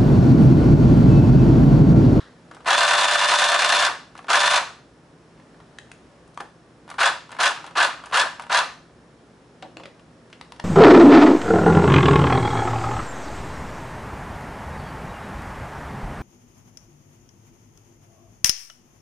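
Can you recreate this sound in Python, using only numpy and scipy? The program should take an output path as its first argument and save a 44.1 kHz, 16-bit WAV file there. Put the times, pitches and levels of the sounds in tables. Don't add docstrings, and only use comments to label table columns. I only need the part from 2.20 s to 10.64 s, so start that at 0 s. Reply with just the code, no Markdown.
import sys
import numpy as np
from scipy import signal
from scipy.fft import rfft, irfft, next_fast_len
from scipy.io import wavfile
from scipy.ndimage import uniform_filter1d, map_coordinates

SR = 44100
rng = np.random.default_rng(int(sys.argv[2]) if len(sys.argv) > 2 else 0)


def invert_db(x):
    u = np.asarray(x, float) / 20
    return 10 ** u


def unload_wav(signal):
    wavfile.write(
        sys.argv[1],
        SR,
        np.round(np.clip(np.atleast_2d(signal).T, -1, 1) * 32767).astype(np.int16),
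    )


N = 372204
T = np.arange(N) / SR

# (power on [s], first knock [s], power off [s])
BURST_TIMES = [
    (.456, .4755, 1.676),
    (2.081, 2.1012, 2.388),
    (4.781, 4.8025, 4.888),
    (5.185, 5.2031, 5.289),
    (5.552, 5.5725, 5.658),
    (5.921, 5.941, 6.027),
    (6.294, 6.3165, 6.402),
]
BURST_DB = [-20, -20, -20, -19.5, -20, -19.5, -20]
BURSTS = [(*times, db) for times, db in zip(BURST_TIMES, BURST_DB)]
SHAFT_HZ = 590.8
TURN_S = .10163
# (shaft order, level [dB rms])
WHINE = [(1, -29.5), (2, -51.5), (3, -29.5), (4, -43), (6, -26), (7, -47), (14, -47)]
# (frequency [Hz], gain [dB])
RADIATION = [(300, -20), (540, -12.5), (585, 1.5), (1000, -2.5), (1250, 1), (1600, 6), (1770, 3),
             (2800, -4), (3400, 0.5), (3545, 2)]
# (time [s], thud [dB], tick [dB], decay t60 [s])
KNOCKS = [(0, 6, 2.5, 0.043), (.008, 3, 1, 0.057), (0.0293, 9, 6, 0.086), (.04, -4.5, -2, 0.028),
          (0.054, 5, 7, .07), (.068, 4, -10.5, 0.028), (0.073, -1, 8, 0.037)]
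# (time [s], grind [dB], hiss [dB])
LOAD = [(0, -5, 4), (0.021, 0, 1), (.035, -6, -2.5), (.05, -1, -2.5), (.065, -4.5, 2), (.08, -2, -10.5),
        (.1, -7.5, 3)]
# (frequency [Hz], level [dB per Hz])
SHELL = [(200, -64.5), (330, -20), (430, -24), (520, -24.5), (630, -10), (690, -2.5), (850, -5),
         (1000, -2.5), (1350, -3), (1750, -2.5), (2070, -11), (3100, -15), (4400, -18.5), (7500, -107)]
# (frequency [Hz], width [Hz], lift [dB])
PANELS = [(482, 33, 10.5), (548, 24, 14.5), (670, 15, 1.5), (985, 50, 3), (1194, 55, 4), (1440, 31, -1),
          (1520, 18, 6), (2425, 120, 4.5), (2705, 100, 5)]
# (frequency [Hz], level [dB per Hz])
TEETH = [(1300, -26), (2200, -11.5), (2780, -4), (3160, -7.5), (4190, -6.5), (5700, -11), (7700, -14.5),
         (8300, -17), (9000, -19.5), (11500, -19)]
# (frequency [Hz], width [Hz], lift [dB])
CASING = [(3410, 210, 3.5), (4160, 150, 2.5), (6090, 220, 2), (8300, 250, 2.5)]

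# (time [s], peak [dB])
LANDINGS = [(.312, -32.5), (.446, -34), (1.952, -33), (2.027, -40), (2.068, -35), (4.678, -35.5),
            (5.092, -36), (5.166, -30), (5.442, -27.5), (5.837, -29), (5.912, -30), (6.196, -23)]
# (snap [dB], tick [dB], left-right [dB])
LANDING_COLOUR = (-9, -18, 1)
# (spring ticks [s], latch drops [s], lever seats [s], strength [dB])
PULLS = [(.347, 0.367, .405, -38.5), (1.977, 1.99, 2.043, -33), (4.701, 4.713, 4.741, -30),
         (5.117, 5.126, 5.148, -30.5), (5.464, 5.475, 5.509, -31.5), (5.858, 5.867, 5.897, -31.5),
         (6.221, 6.236, 6.266, -31.5)]
CREAK_LEAD_S = .011
# (level over the strength [dB], snap [dB], tick [dB], left-right [dB])
STAGES = [
    (-5.5, -8, -16, -2),
    (-2.5, -2, -5, 2.5),
    (2, -13.5, -28, -.8),
    (-2, -9, -20, .6),
]
# (time [s], peak [dB], snap [dB], tick [dB], ring [Hz])
HANDLING = [(3.176, -56, 1, -16, 1560), (3.198, -48, -1, -19, 1850), (3.344, -47, -10, -21.5, 1770),
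            (3.402, -42.5, -4, -24, 990), (4.076, -53, -11, -1.5, 1000), (4.144, -57, 1.5, 4, 1020),
            (4.202, -27.5, -5, -22, 1070), (4.211, -32, -22.5, -16, 830), (7.424, -32, 3, -28, 780),
            (7.598, -38, -2, -22.5, 1370), (7.635, -45, 10.5, -23, 2150), (7.656, -38, 5, -13, 2060),
            (7.795, -46.5, -0.5, -14.5, 1410), (8.101, -51.5, -1.5, -5, 1440),
            (8.128, -44, 10.5, -11, 1637), (8.362, -52, 7, -5, 1500), (8.396, -37, -4, -14, 1590)]
# (time [s], peak [dB], snap [dB], tick [dB], ring [Hz])
SNAPS = [(3.586, -36.5, 11.5, -1, 1820), (3.7161, -40, 9, 1.5, 1600), (4.175, -23, -11, -18.5, 1195),
         (7.57, -35, 5, -19, 2720), (8.212, -34.5, 7, -9, 1240), (8.3215, -34, 5, -9.5, 1060),
         (8.399, -27.5, 5, -17, 1850), (4.206, -27.5, -3, -10, 1010)]
# (pitch ratio, level [dB])
OVERTONES = [(1.55, -5), (2.7, -8)]
# (time [s], peak [dB], frequency [Hz])
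THUMPS = [(4.204, -36.5, 802), (7.426, -35, 754), (7.449, -45, 555), (7.567, -40, 322), (7.598, -45, 520),
          (7.634, -44.5, 580), (7.655, -42, 555)]
HAND_PAN_DB, SWITCH_PAN_DB = 1, 3.5

# (frequency [Hz], decay t60 [s])
KITCHEN = [(300, 0.55), (800, 0.27), (2000, 0.35), (5500, 0.45), (11000, 0.33)]
# (frequency [Hz], level [dB per Hz])
FADING = [(300, -28), (900, -2), (1500, 2.5), (1900, 2), (2400, -12), (3800, -4.5), (6000, -17),
          (11000, -31)]
# (frequency [Hz], level [dB per Hz])
AIR = [(13, -52), (22, -27), (59, -5.5), (90, -12), (160, -3.5), (192, -9.5), (243, -3.5), (399, -8),
       (492, -8.5), (897, -16), (970, -15.5), (1440, -19), (1640, -22.5), (5580, -32), (11300, -40),
       (14700, -64), (22000, -120)]
# (frequency [Hz], width [Hz], lift [dB])
AIR_BANDS = [(1740, 300, 4), (5400, 390, 4)]
# (frequency [Hz], likeness)
ALIKE = [(30, 1), (150, 1), (400, 0.95), (1000, 0.725), (3000, 0.41), (10000, 0.86)]
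# (frequency [Hz], level [dB rms])
HUM = [(120, -62.5), (151, -70), (170, -60.5)]
AIR_DB = -50.5
# (frequency [Hz], gain [dB])
EDGE = [(24, -15.5), (40, -1), (10980, -0.5), (11120, -36), (12100, -79), (12300, -110)]


def unit(x):
    return x / np.sqrt(np.mean(x ** 2) + 1e-20)


def along(points, hz):
    f, v = np.transpose(points)
    return np.interp(np.log(hz + 1), np.log(f + 1), v)


def lifts(peaks, hz):
    return sum(db / (1 + (2 * (hz - peak_hz) / width) ** 2) for peak_hz, width, db in peaks)


def coloured(x, db_at):
    m = 2 * next_fast_len(N // 2 + 8192)
    gain = invert_db(np.maximum(db_at(np.fft.rfftfreq(m, 1 / SR)), -100))
    cepstrum = irfft(np.log(unit(gain)), m)
    cepstrum[1:m // 2] *= 2
    cepstrum[m // 2 + 1:] = 0
    return irfft(rfft(x, m) * np.exp(rfft(cepstrum)), m)[..., :N]


def band(x, low_hz, high_hz):
    return signal.sosfilt(signal.butter(2, [low_hz, high_hz], "band", fs=SR, output="sos"), x)


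def wobble(rate):
    return map_coordinates(rng.standard_normal(int(N * rate / SR) + 4), [T * rate])


def dying(times, gains, t60):
    jumps = np.bincount(np.round(np.asarray(times) * SR).astype(int), gains, N)[:N]
    return signal.lfilter([1], [1, -invert_db(-60 / (t60 * SR))], jumps)


def rings(rows, t60):
    out = np.zeros(N + SR)
    t = np.arange(SR // 5) / SR
    for s, db, hz in rows:
        out[round(s * SR):][:len(t)] += invert_db(db - 60 * t / t60) * np.sin(2 * np.pi * hz * t)
    return out[:N]


def motor_motion():
    speed, force, crank, power = np.zeros((4, N))
    for on, first, off, db in BURSTS:
        powered = np.minimum(T, off)
        since_off = np.clip(T - off, 0, None)
        spin_up = 1 - np.exp(-np.clip(powered - on, 0, None) / .024)
        burst_speed = spin_up * np.exp(-since_off / .035)
        now = burst_speed > speed
        speed[now] = burst_speed[now]
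        force[now] = invert_db(db)
        crank[now] = ((powered - first) % TURN_S)[now]
        power[now] = np.exp(-since_off / 0.16)[now]
    return speed, force, crank, power


def motor_whine(speed, force, power):
    unsteady = 1 + 0.00073 * wobble(20) + 0.051 * (1 - speed) * wobble(120)
    angle = 2 * np.pi * np.cumsum(SHAFT_HZ * speed * unsteady) / SR
    strain = 1 + 9 * (1 - speed) * speed * power ** 0.51 * invert_db(2.6 * wobble(70))
    whine = np.zeros(N)
    for order, db in WHINE:
        radiated_db = db + along(RADIATION, order * SHAFT_HZ * speed)
        level = invert_db(radiated_db + .6 * wobble(30)) * np.sqrt(2)
        drive = strain if order < 5 else speed ** 3
        whine += level * drive * np.sin(order * angle)
    return whine * speed * power * force / invert_db(-16.5)


def gear_noise(speed, force, crank):
    at, grind_db, hiss_db = np.transpose(LOAD)
    teeth = invert_db(2.4 * wobble(260))
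    grind = invert_db(np.interp(crank, at, grind_db) + 1.6 * wobble(30)) * teeth * force * speed ** 0.59
    hiss = invert_db(np.interp(crank, at, hiss_db) + 1.4 * wobble(30)) * teeth * force * speed ** 1.4
    starts, levels = np.transpose(BURSTS)[[0, 3]]
    grind += uniform_filter1d(dying(starts + 0.0051, invert_db(levels - 1.5), 0.23), size=420)
    hiss += uniform_filter1d(dying(starts + .002, invert_db(levels - 15), .06), size=120)
    scatter_db = 1.5
    for offset, thud_db, tick_db, t60 in KNOCKS:
        hits = np.array([(s, db) for on, first, off, db in BURSTS
                         for s in np.arange(first, off - .06, TURN_S) + offset])
        luck = rng.standard_normal((len(hits), 3))
        times = hits[:, 0] + .0008 * luck[:, 0]
        pace = np.interp(times, T, speed) ** 0.55
        thud = pace * invert_db(hits[:, 1] + thud_db + scatter_db * luck[:, 1])
        tick = pace * invert_db(hits[:, 1] + tick_db + scatter_db * luck[:, 2])
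        grind += uniform_filter1d(dying(times + 0.00073, thud, t60), size=90)
        hiss += dying(times, tick, 0.6 * t60)
    worn = 0.6 * rng.standard_normal(SR)[(crank * SR).astype(int)]
    rough = grind * (worn + 0.87 * rng.standard_normal(N))
    shell = coloured(rough, lambda hz: along(SHELL, hz) + lifts(PANELS, hz))
    mid, side = coloured(hiss * rng.standard_normal((2, N)), lambda hz: along(TEETH, hz) + lifts(CASING, hz))
    bright = np.array([mid + 0.23 * side, mid - 0.4 * side])
    return invert_db(-3.5) * shell * invert_db([[.4], [-.4]]) + invert_db(-6) * bright * invert_db([[-.5], [.5]])


def motor():
    speed, force, crank, power = motor_motion()
    whine = motor_whine(speed, force, power)
    return whine * invert_db([[.6], [-.6]]), gear_noise(speed, force, crank)


def clicks(rows, knock_t60, snap_t60, tick_t60, size, strike):
    s, db, snap_db, tick_db, pan_db = np.transpose(rows)[:5]
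    parts = [(db + 10.5, knock_t60, 650, 1500),
             (db + snap_db + 4.5, snap_t60, 1600, 3900),
             (db + tick_db + 3.5, tick_t60, 4500, 10500)]
    out = np.zeros((2, N))
    for level, t60, low_hz, high_hz in parts:
        noise = rng.standard_normal(N)
        noise[np.round(s * SR).astype(int)] = strike
        sides = [noise * uniform_filter1d(dying(s, invert_db(level + side * pan_db / 2), t60), size)
                 for side in (1, -1)]
        out += band(sides, low_hz, high_hz)
    return out


def trigger():
    rows = [(s, db, *LANDING_COLOUR) for s, db in LANDINGS]
    for tick, latch, seat, db in PULLS:
        times = (tick - CREAK_LEAD_S, tick, latch, seat)
        rows += [(s, db + lift_db, *colour) for s, (lift_db, *colour) in zip(times, STAGES)]
    return clicks(rows, 0.043, 0.049, 0.026, size=60, strike=0.92)


def handling():
    grip = [(*row[:4], HAND_PAN_DB) for row in HANDLING]
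    switch = [(*row[:4], SWITCH_PAN_DB) for row in SNAPS]
    return (clicks(grip, 0.041, 0.039, 0.028, size=10, strike=1.6)
            + clicks(switch, 0.015, 0.014, 0.016, size=1, strike=1.5))


def levers():
    tones = [(s, db + max(snap_db, 0) - 4, hz) for s, db, snap_db, tick_db, hz in HANDLING + SNAPS]
    overtones = [(s, db + max(snap_db, 0) - 6 + less_db, hz * ratio)
                 for s, db, snap_db, tick_db, hz in SNAPS for ratio, less_db in OVERTONES]
    return rings(tones, .014) + rings(overtones, 0.011)


def rocking():
    s, db, hz = np.transpose(THUMPS)
    thump = dying(s, invert_db(db + 13.5), 0.13) * rng.standard_normal(N)
    return rings(THUMPS, 0.19) + band(thump, 180, 777)


def counter(x, t60):
    t = np.arange(SR // 8) / SR
    shared, own = rng.standard_normal((2, len(t))) * invert_db(-60 * t / t60) * (t > .0015)
    tails = np.array([shared + 0.86 * own, shared - 0.8 * own]) / np.linalg.norm(shared)
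    return signal.fftconvolve(x, tails, axes=1)[:, :N]


def kitchen(x, spread_db):
    delayed = np.pad(x.mean(0), (220, 0))[:N]
    hz, t, z = signal.stft(delayed, SR, nperseg=512)
    keep = invert_db(-120 * t[1] / along(KITCHEN, hz))
    power = [signal.lfilter([0, 1 - k], [1, -k], np.abs(row) ** 2) for k, row in zip(keep, z)]
    noise = signal.stft(rng.standard_normal((2, N)), nperseg=512)[2]
    mid, side = signal.istft(noise / np.std(noise) * np.sqrt(power), nperseg=512)[1][:, :N]
    return np.array([mid + invert_db(spread_db) * side, mid - invert_db(spread_db) * side])


def earlier_burst():
    fading = dying([0], [invert_db(-44.5)], 0.46) * rng.standard_normal((2, N))
    echo = coloured(fading, lambda hz: along(FADING, hz))
    return echo.mean(0) + 0.43 * echo


def background():
    hz = np.fft.rfftfreq(N, 1 / SR)
    turn = np.arccos(np.clip(along(ALIKE, hz), -1, 1)) / 2
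    z = rfft(rng.standard_normal((2, N))) * invert_db(along(AIR, hz) + lifts(AIR_BANDS, hz))
    mid, side = irfft(z * [np.cos(turn), np.sin(turn)], N)
    air = invert_db(AIR_DB + 0.69 * wobble(1.78)) * unit(np.array([mid + side, mid - side]))
    hum = np.zeros((2, N))
    for hum_hz, db in HUM:
        level = invert_db(db + 0.83 * wobble(4.9)) * np.sqrt(2)
        phase = 2 * np.pi * hum_hz * T + 0.13 * wobble(4.1) + np.array([[.2], [-.2]])
        hum += level * np.sin(phase)
    return air + hum


def scene():
    whine, gears = motor()
    near = gears + trigger() + handling() + levers() + rocking()
    near = near + invert_db(-12) * counter(near, t60=.12)
    room = kitchen(invert_db(-8.5) * (near + whine / 2), spread_db=-7)
    return near + whine + room + earlier_burst() + background()


def top_cut(x):
    return signal.sosfilt(signal.butter(12, 12110, fs=SR, output="sos"), x)


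def record(dry):
    loud = np.sqrt(np.abs(dying(T, dry.mean(0) ** 2, 1.74) / SR))
    eased = dry / (1 + loud / invert_db(-23)) ** 0.32
    rounded = eased / (1 + np.abs(eased / .65) ** 4) ** (1 / 4)
    edge = invert_db(along(EDGE, np.fft.rfftfreq(N, 1 / SR)))
    limited = irfft(rfft(rounded) * edge, N)
    return top_cut(limited)


dry = scene()
out = record(dry)
unload_wav(out)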